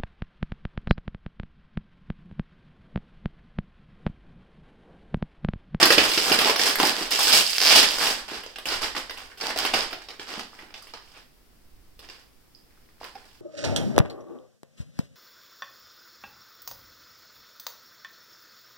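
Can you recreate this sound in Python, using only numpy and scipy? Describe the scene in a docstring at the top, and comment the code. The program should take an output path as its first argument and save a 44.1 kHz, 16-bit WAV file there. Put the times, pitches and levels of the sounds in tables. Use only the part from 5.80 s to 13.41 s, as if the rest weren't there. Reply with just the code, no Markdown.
"""A foil-lined plastic snack bag, pulled open, crumpled, then held at a table in a small furnished room.
Creases in the film buckle as dense crackle, single snaps and dry ticks; the sides pop and the seam
rips rib by rib. Table and walls answer each one. Heard from nearby on a pair of small microphones
with a port resonance, over a low room rumble and their own hiss."""
import sys
import numpy as np
from scipy import signal
from scipy.fft import rfft, irfft, next_fast_len
from scipy.io import wavfile

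SR = 44100
rng = np.random.default_rng(int(sys.argv[2]) if len(sys.argv) > 2 else 0)


def store_wav(level_fs):
    """Save 16-bit WAV to argv[1]."""
    pcm = np.round(np.clip(np.atleast_2d(level_fs), -1, 1) * 32767)
    wavfile.write(sys.argv[1], SR, pcm.T.astype(np.int16))


N = 335493
PLACES = 6   # parts of the bag, each with its own paths to the microphones


def from_db(db):
    """Decibels to gain."""
    return 10 ** (np.asarray(db) / 20)


def unit_rms(x):
    """Scale to rms 1."""
    return x / np.sqrt(np.mean(x ** 2) + 1e-20)


def at_hz(points, hz):
    """Read a table on a log-frequency axis."""
    table_hz, values = np.transpose(points)
    return np.interp(np.log(hz + 1), np.log(table_hz), values)


def drift(rate_hz):
    """A slow random wander of rms 1."""
    r = np.exp(-80 * np.pi * rate_hz / SR)
    slow = signal.lfilter([1], [1, -2 * r, r * r], rng.standard_normal(N // 40 + 2002))[2000:]
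    return np.interp(np.arange(N) / 40, np.arange(len(slow)), unit_rms(slow))


def ring(clicks, hz, cycles):
    """A click sets a patch of film ringing; it dies by 60 dB in the given cycles."""
    r, w = from_db(-60 * hz / (cycles * SR)), 2 * np.pi * hz / SR
    return signal.lfilter([0, np.sin(w)], [1, -2 * r * np.cos(w), r * r], clicks + 1e-18)


def stereo_noise(size, colour_db, correlation):
    """Noise at two microphones, with a colour and a left-right correlation for each frequency."""
    hz = np.arange(size // 2 + 1) * SR / size
    mid, side = rfft(rng.standard_normal((2, size)))
    alike = np.clip(at_hz(correlation, hz), 0, 1)
    pair = np.sqrt(1 + alike) * mid + np.sqrt(1 - alike) * side * [[1], [-1]]
    return unit_rms(irfft(pair * from_db(at_hz(colour_db, hz)), size))


# Hands squeezing the bag at the table: t/s, rise/s, hold/s, level/dB, slackness/dB
SQUEEZES = [(0.0, 0.04, 0.019, -18.5, 9), (.1, 0.0058, 0.027, -20, -1), (.175, 0.0045, 0.065, -25, 5.5),
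            (.27, 0.054, 0.13, -27, -3), (.46, 0.029, 0.045, -20.5, 7), (.58, 0.028, 0.081, -23.5, 8),
            (.78, 0.036, 0.082, -23, 3.5), (.985, 0.025, 0.078, -24, 6), (1.13, 0.017, 0.11, -32.5, 6),
            (1.305, 0.069, 0.08, -23.5, -3.5), (1.38, 0.013, 0.061, -23, -7.5),
            (1.47, 0.023, 0.042, -17.5, -2.5), (1.52, 0.029, 0.03, -16.5, -4), (1.63, .03, 0.18, -30, -32),
            (1.809, 0.035, 0.03, -20, -7), (1.888, 0.024, 0.012, -16, -4), (1.95, 0.027, 0.012, -12, -6),
            (2.008, 0.0084, 0.018, -18.5, 0), (2.08, 0.016, 0.058, -27, -1.5),
            (2.18, 0.055, 0.073, -25.5, 3.5), (2.36, 0.023, 0.021, -42, 7.5),
            (2.48, 0.061, 0.035, -38.5, 5), (2.63, .01, 0.018, -49, 0.5), (2.69, 0.012, 0.18, -51, -2),
            (2.855, 0.017, 0.079, -29, 3.5), (3.01, 0.0071, 0.018, -24.5, 4),
            (3.15, 0.011, 0.018, -33.5, 6.5), (3.295, .01, 0.034, -47.5, 1),
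            (3.37, 0.0078, 0.053, -46.5, 8.5), (3.49, 0.0078, 0.016, -53, 8.5),
            (3.575, 0.013, .02, -45, -4), (3.6, 0.012, 0.093, -34, 9), (3.76, 0.026, 0.1, -29, 2.5),
            (3.935, 0.0031, 0.061, -24, 5), (4.1, 0.012, 0.028, -45.5, 12), (4.18, .03, 0.033, -50.5, -1),
            (4.285, 0.011, 0.019, -47, 8), (4.39, 0.0092, .03, -45.5, 6.5),
            (4.465, 0.013, 0.088, -36.5, 6.5), (4.575, 0.0089, 0.0086, -35, 5.5),
            (4.72, 0.025, .03, -51, 8.5), (4.785, 0.009, 0.041, -53.5, 11.5),
            (4.88, 0.018, 0.0082, -61.5, 18.5), (4.94, 0.0085, 0.028, -50, 3.5),
            (5.02, 0.0083, .07, -52.5, -4), (5.135, 0.0043, 0.034, -50, 7.5), (5.22, 0.045, .1, -57.5, -1),
            (5.33, 0.041, 0.011, -51.5, 6.5), (6.191, 0.005, 0.057, -53, 6.5), (6.285, .01, 0.087, -54, 5),
            (6.9, 0.012, 0.21, -74.5, 11), (7.2, 0.011, 0.03, -48, 8.5), (7.24, 0.0046, 0.025, -45, 5.5),
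            (7.29, 0.015, 0.15, -57.5, 7), (7.43, 0.026, 0.12, -62, 0)]

def handling(rise_from_db=-1.5, let_go_db_per_s=301.5):
    """Each squeeze rises, holds and is let go; the strongest at a moment sets level and slackness."""
    t = np.arange(0, N, 32) / SR
    start, rise, hold, db, slack = np.transpose(SQUEEZES)[:, :, None]
    rising = rise_from_db * np.clip(1 - (t - start) / np.maximum(rise, .001), 0, 1)
    letting_go = let_go_db_per_s * np.maximum(t - start - rise - hold, 0)
    levels = np.where(t >= start, db + rising - letting_go, -200)
    level_db = np.maximum(levels.max(axis=0), -120)
    slack_db = slack[levels.argmax(axis=0), 0]
    return [np.interp(np.arange(N) / SR, t, curve) for curve in (level_db, slack_db)]


# Fine crackle against the creases, more while the film is pulled taut: t/s, level/dB
FINE_CRACKLE = [(0.0, -1.5), (.7, 0.5), (1.0, 2), (1.3, -2.5), (1.7, 3.5), (1.9, -6.5), (2.3, 0.5),
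                (2.7, -15), (3.3, 0.5), (3.8, -8), (4.3, -12), (5.0, -7), (5.4, -28), (6.3, -7), (7.6, -5)]

def crackle(base_per_s, busier, spread_db, clump_db, cycles):
    """Random buckles, clumped in time and uneven in size; large patches ring low, small ones high."""
    crease_db, slack_db = handling()
    bulge_db = slack_db - 2   # the whole bag bulges
    panel_db = .73 * slack_db + 2   # its panels rustle
    fine_db = np.interp(np.arange(N) / SR, *np.transpose(FINE_CRACKLE)) - .052 * slack_db
    per_s = base_per_s * from_db(busier * (crease_db + 14))   # harder handling, more buckles
    buckles = rng.random(N) < per_s * from_db(clump_db * drift(25)) / SR
    sizes = from_db(spread_db * np.minimum(rng.exponential(1, N), 3.2)) * rng.choice([-1, 1], N)
    clicks = unit_rms(buckles * sizes / np.sqrt(per_s))
    out = np.zeros((PLACES, N))
    for low_hz, high_hz, band_db in [(130, 2400, bulge_db), (670, 1795, panel_db),
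                                     (2650, 9000, 0), (6605, 13000, fine_db)]:
        patch = rng.integers(0, 2 * PLACES, N)
        pitches = rng.permutation(np.geomspace(low_hz, high_hz, 2 * PLACES))
        rings = [ring(clicks * (patch == k), hz, cycles) for k, hz in enumerate(pitches)]
        by_place = np.add(rings[:PLACES], rings[PLACES:])
        out += unit_rms(by_place) * from_db(crease_db + band_db) / np.sqrt(PLACES)
    return out


# House and street rumbling in the room: t/s, level/dB
RUMBLE_SWELL = [(0.0, -51), (0.21, -40), (0.32, -51), (1.48, -51), (1.82, -57), (1.97, -46.5), (2.84, -60),
                (2.92, -45), (3.51, -57), (4.02, -48), (4.19, -58.5), (5.76, -59.5), (5.99, -51.5),
                (6.69, -61.5), (7.241, -57), (7.6, -59.5)]
# Spectrum of that rumble: f/Hz, relative level/dB
RUMBLE_COLOUR = [(15, 1.5), (28, -1.5), (42, -4.5), (75, -10), (110, -18.5), (300, -57)]

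def rumble():
    """House and street swell and sink, a little louder at the right microphone."""
    level_db = np.interp(np.arange(N) / SR, *np.transpose(RUMBLE_SWELL))
    noise = stereo_noise(next_fast_len(N), RUMBLE_COLOUR, correlation=[(20, .8), (200, .8)])
    return from_db(level_db + [[-2], [2]]) * noise[:, :N]


# Self-noise of the microphones: f/Hz, relative level/dB
HISS_COLOUR = [(60, -22), (140, -17), (300, -17), (600, -26), (2000, -30), (4000, -33), (5000, -30),
               (6500, -37), (12000, -35), (16200, -35)]

def hiss(level_db):
    """The microphones hiss steadily, each nearly independent of the other."""
    correlation = [(200, .097), (800, .24), (4000, .05)]
    return from_db(level_db) * stereo_noise(next_fast_len(N), HISS_COLOUR, correlation)[:, :N]


# A whole side of the bag popping in or out: t/s, relative level/dB, f/Hz
SIDE_POPS = [(0.027, -13, 367), (0.177, -15, 313), (0.374, -23, 322), (0.514, -15, 427),
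             (1.033, -18.5, 296), (1.212, -26.5, 395), (1.537, -28, 224), (1.987, -33, 308),
             (2.518, -30, 443), (4.395, -36, 409), (4.576, -31, 227.3), (4.829, -45, 305)]

def pops(cycles, push_s, gain_db):
    """A soft push sets the hollow bag ringing low for a few cycles."""
    out, t = np.zeros(N), np.arange(2048) / SR
    push = t * np.exp(-t / push_s)
    for start, db, hz in SIDE_POPS:
        sound = ring(push, hz, cycles)
        i = round(start * SR)
        out[i:i + len(t)] += from_db(db + gain_db) * sound / np.abs(sound).max()
    return out


# Big creases snapping: t/s, relative level/dB, patch f/Hz, neighbours' level/dB, edge level/dB
CREASE_SNAPS = [(0.028, 0.5, 4300, -4, -32), (0.056, -2, 4930, -2, -5), (0.104, 1.5, 2950, 7.5, -3),
                (0.181, 2.5, 2920, 7, -11), (0.316, -10, 4530, -7, -11.5), (0.376, -6.5, 4900, 5, -14),
                (0.518, -5, 2640, 2, -14), (0.524, -3.5, 4770, 2, -4), (0.589, -6, 2940, 1, -7),
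                (0.656, -8, 790, -4, -24), (0.696, -3.5, 610, -4, -24), (0.76, -9, 5300, -2, -10),
                (0.793, -5.5, 5650, -2, -12), (0.815, -8.5, 5600, -19, -28), (0.855, -18, 4900, -6, -20),
                (0.956, -8, 1690, 7, 2), (1.0, 0.5, 890, -5, -19), (1.033, -1, 850, -8.5, -18),
                (1.308, -18, 4950, -5, 12), (1.39, -7.5, 880, -42, -14), (1.526, -8, 4950, -18, -18),
                (2.635, -27, 2830, 6, -3), (2.663, -22.5, 4640, 23, -13), (2.759, -26, 3450, 5, -29),
                (2.785, -20.5, 1450, 6.5, -2), (2.856, -16, 2780, -17, -11.5),
                (2.886, -18.5, 4720, -19, -17), (2.922, -13.5, 4530, -3, -18), (3.017, -24, 1600, -3, -21),
                (3.029, -25, 1290, -19, -26), (3.15, -20, 1660, -19, -28), (3.164, -18, 1290, 2, -30),
                (3.296, -22.5, 1700, 13, -28), (3.308, -20.5, 3640, -3, -11), (3.373, -26, 2860, -8, -14),
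                (3.518, -33, 1670, -15, -28), (3.574, -34, 2900, 2, -8), (3.61, -21.5, 4760, -28, -38),
                (3.631, -25, 744, -11, -19), (3.76, -17, 740, -10, -28), (3.833, -23, 1570, -8, -12),
                (3.851, -6.5, 1570, 6, -5), (3.938, -5.5, 1320, 4, -28), (3.989, -22, 3030, 8, -26),
                (4.108, -28, 2320, -19, -18), (4.129, -19, 670, -3, -18), (4.219, -31, 2450, 16, -18),
                (4.286, -27.5, 4960, 13, -16), (4.305, -23.5, 4570, 5, -11), (4.396, -26, 3060, 3, -32),
                (4.592, -28, 4900, 5, -5), (4.789, -30, 1550, -12, -21), (4.799, -35, 1550, -9, -25),
                (4.941, -29.5, 740, 26, -16), (5.023, -34, 1010, -24, -9), (5.07, -33, 4770, 5, -4),
                (5.137, -22, 1110, -6, -28), (5.366, -38, 2150, -15, -34), (6.192, -31.5, 5000, -5, -9.5),
                (6.226, -42, 430, -5, -23), (6.288, -30, 4490, 15, -20), (6.298, -30, 4850, 5, -29),
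                (6.907, -51, 2580, -7, -14), (7.231, -26.5, 900, -13, -30), (7.246, -27.5, 1110, -8, -17.5),
                (7.353, -28.5, 710, -19, -31)]

def snaps(cycles, gain_db, run_s=.0035, run_density=.074, run_strength=1.63, scatter=.4):
    """A sharp-edged buckle rings its patch and its neighbours and sets off a quickly fading run of further
    buckles, the first of them stronger than it."""
    size = 2048
    out = np.zeros((PLACES, N + size))
    draws = rng.random((len(CREASE_SNAPS), 3, size))
    fade = np.exp(-np.arange(size) / (run_s * SR))
    edge_band = signal.butter(1, [6000, 13000], "band", fs=SR, output="sos")
    for k, (start, db, hz, near_db, edge_db) in enumerate(CREASE_SNAPS):
        chance, sign, detune = draws[k]
        run = (chance < run_density) * (2 * sign - 1) * fade * run_strength
        run[0] = 1   # the first buckle itself
        near_hz = np.array([600, 1200, 2200, 3700, 5200]) * (1 + scatter * (detune[:5] - .5))
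        neighbours = from_db(near_db) * sum(ring(run, f, cycles / 2) for f in near_hz)
        edge = from_db(edge_db + 22.5) * signal.sosfilt(edge_band, run)
        sound = ring(run, hz, cycles) + neighbours + edge
        i = round(start * SR)
        out[k % PLACES, i:i + size] += from_db(db + gain_db) * sound / np.abs(sound).max()
    return out[:, :N]


# Lone ticks, close and dry at the microphones: t/s, relative level/dB, f/Hz, ring/cycles
CREASE_TICKS = [(0.647, -6.5, 3400, 2.3), (0.836, -2.5, 5070, 1.25), (0.9, -16, 4900, 3.6),
                (1.031, -3.5, 3450, 0.62), (1.095, -4, 4540, 0.84), (1.166, -11.5, 4500, 1.5),
                (1.399, -20, 900, 4.5), (1.521, -4, 4850, 2.5), (1.598, -14, 4800, 2.8),
                (1.665, -17, 4700, 7), (1.732, -8.5, 4700, 1.9), (1.75, -15, 4600, 1.9),
                (2.088, -8, 4900, 2.6), (2.109, -8, 4800, 1), (2.136, -15, 4800, 1.1),
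                (3.583, -33, 9000, 2.2), (3.669, -10.5, 5760, 1.6), (3.776, -10, 6000, 1.1),
                (3.788, -5.5, 4970, 0.64), (4.008, -12.5, 5050, 3.0), (4.732, -35.5, 1164, 5.45),
                (6.749, -47, 5040, 8.5), (6.975, -50.5, 1300, 5), (7.061, -56, 2505, 3),
                (7.09, -49, 2000, 4.7), (7.182, -52.5, 1800, 3), (7.213, -25.5, 830, 4.9),
                (7.243, -25, 4000, 1.1)]

def ticks(gain_db, edge_db):
    """One crease flips over: a single sharp click, rung twice through its own patch."""
    out, click = np.zeros(N + 1024), signal.unit_impulse(1024)
    edge = from_db(edge_db) * np.diff(click, prepend=0)
    for start, db, hz, cycles in CREASE_TICKS:
        ring_cycles = max(cycles, 1)
        patch = ring(ring(click, hz, ring_cycles), hz, ring_cycles)
        sound = patch / np.abs(patch).max() + edge / cycles
        i = round(start * SR)
        out[i:i + len(click)] += from_db(db + gain_db) * sound
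    return out[:N]


def hush_before_snaps(hush_db, hush_s):
    """The crackle dips just before each snap or tick, so each starts crisply."""
    due = np.zeros(N)
    due[[round(row[0] * SR) for row in CREASE_SNAPS + CREASE_TICKS]] = 1
    r = np.exp(-1 / (hush_s * SR))
    ahead = signal.lfilter([1], [1, -r], due[::-1])[::-1]
    return from_db(hush_db * np.minimum(ahead, 1))


# Resonances of the taut film at the seam: f/Hz, ring/cycles, relative level/dB
SEAM_MODES = [(2890, 2.0, -4), (4860, 3.0, -4), (7500, 1.6, -9)]

def seam_rip(start_s, ribs, base_gap_s=.0048, extra_gap_s=.016, jitter_s=.0005):
    """The glued seam lets go rib by rib, gathering speed; each slip is one click on the taut film."""
    clicks, rib = np.zeros(N), np.arange(ribs)
    jitter, uneven = rng.standard_normal((ribs, 2)).T
    gaps = base_gap_s + extra_gap_s / (rib + 1)
    slip_s = start_s + np.cumsum(gaps) - gaps + jitter_s * jitter * (rib > 0)
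    slip_db = 3 + .1 * rib + 1.2 * uneven
    clicks[(slip_s * SR).astype(int)] = from_db(slip_db)
    return sum(from_db(db) * ring(clicks, hz, cycles) for hz, cycles, db in SEAM_MODES)


def ping(start_s, drive_db, hz, cycles, t60_s):
    """A faint ping near one pitch fades quickly after a tick."""
    since = np.arange(N) / SR - start_s
    fade = (since > 0) * from_db(drive_db - 60 * np.maximum(since, 0) / t60_s)
    fading_noise = rng.standard_normal(N) * fade
    return ring(ring(fading_noise, hz, cycles), hz, cycles) / cycles


# Decay of the small furnished room: f/Hz, T60/s
ROOM_T60 = [(200, 0.42), (1000, .35), (5000, 0.39), (12000, 0.22)]
# Likeness of the echoes at the two microphones: f/Hz, correlation/0-1
ECHO_CORRELATION = [(100, 0.6), (350, 0.9), (700, 0.6), (1400, 0.06), (5000, 0.1), (10000, 0.21)]

def room_response(size, early_db=-1.5, early_s=.0069, tail_db=-2, build_s=.0061):
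    """One click at the microphones: direct sound, echoes off table and cupboard, a dying tail."""
    t, flat = np.arange(size) / SR, [(10, 0), (20000, 0)]
    noise, tail = stereo_noise(size, flat, ECHO_CORRELATION), 0
    for low_hz in 80 * 2. ** np.arange(8):
        octave = signal.butter(1, [low_hz, low_hz * 2], "band", fs=SR, output="sos")
        t60_s = at_hz(ROOM_T60, low_hz * 2 ** .5)
        tail = tail + signal.sosfilt(octave, noise) * from_db(-60 * t / t60_s)
    tail *= 1 - np.exp(-(t / build_s) ** 2)
    early = stereo_noise(size, flat, ECHO_CORRELATION) * np.exp(-t / early_s) * (t > .0012)
    response = (from_db(early_db) * unit_rms(early) + from_db(tail_db) * unit_rms(tail)) / np.sqrt(size)
    lag_s, pan_db = rng.standard_normal(2) * [.00009, -1.5]   # between the microphones
    for side, half in enumerate([.5, -.5]):
        direct = np.sinc(np.arange(32) - 8 - half * lag_s * SR)
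        response[side, :32] += from_db(half * pan_db) * direct
    return response


def room(places, response_size=24000):
    """Every part of the bag reaches the microphones by its own paths."""
    size = next_fast_len(N + response_size)
    heard = sum(rfft(x, size) * rfft(room_response(response_size), size) for x in places)
    return irfft(heard, size)[:, :N]


# Cavity behind each microphone port, left then right: f/Hz, width/Hz, share/0-1
PORT_CAVITIES = [(5120, 1300, 0.44), (4950, 570, 0.65)]
# Colour of the foil-lined film, thin in the bass: f/Hz, level/dB
FILM_COLOUR = [(55, -41.5), (95, -35.5), (140, -31.5), (250, -19.5), (420, -15.5), (850, -14), (2900, -3.5),
               (4150, -10.5), (5300, -7.5), (6200, -3), (8000, 10), (11000, -0.5), (14000, 1),
               (16200, -7.5)]
# Balance across the microphone pair: f/Hz, left minus right level/dB
BALANCE = [(100, -2), (1000, -3), (3000, -2.5), (4200, -3), (6500, 9), (9000, -16), (14000, -3.5)]

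def microphones(x):
    """Each port's cavity lifts its own pitch and shades what lies above; colour and balance follow."""
    size = next_fast_len(N + 4096)
    hz = np.arange(size // 2 + 1) * SR / size
    port_hz, width_hz, share = np.transpose(PORT_CAVITIES)[:, :, None]
    cavity = 1 / (1 - (hz / port_hz) ** 2 + 1j * hz * width_hz / port_hz ** 2)
    colour = from_db(at_hz(FILM_COLOUR, hz) + np.array([[.5], [-.5]]) * at_hz(BALANCE, hz))
    return irfft(rfft(x, size) * (1 - share + share * cavity) * colour, size)[:, :N]


def scene():
    """The bag at the table, heard from nearby over rumble and hiss."""
    bag = crackle(base_per_s=1700, busier=.22, spread_db=3, clump_db=3, cycles=4.64)
    bag *= hush_before_snaps(hush_db=-6.5, hush_s=.014)
    bag[1] += pops(cycles=8, push_s=.001, gain_db=21.5)
    bag += snaps(cycles=6.5, gain_db=7.5)
    flips = ticks(gain_db=6.5, edge_db=-6.5)
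    rip = seam_rip(start_s=1.7828, ribs=19)
    bag[2] += from_db(-5.5) * flips   # ticks and rip arrive mostly direct; a share goes round the room
    bag[0] += from_db(-7.5) * rip
    bag[2] += ping(start_s=6.748, drive_db=-61, hz=5050, cycles=14, t60_s=.22)
    return microphones(room(bag) + flips + rip) + rumble() + hiss(level_db=-60)


def record(dry):
    """The recorder clips the loudest peaks and cuts the top treble."""
    lowpass = signal.ellip(14, .5, 90, 16290, fs=SR, output="sos")
    return signal.sosfilt(lowpass, np.clip(dry, -.8, .8))


dry = scene()
out = record(dry)
store_wav(out)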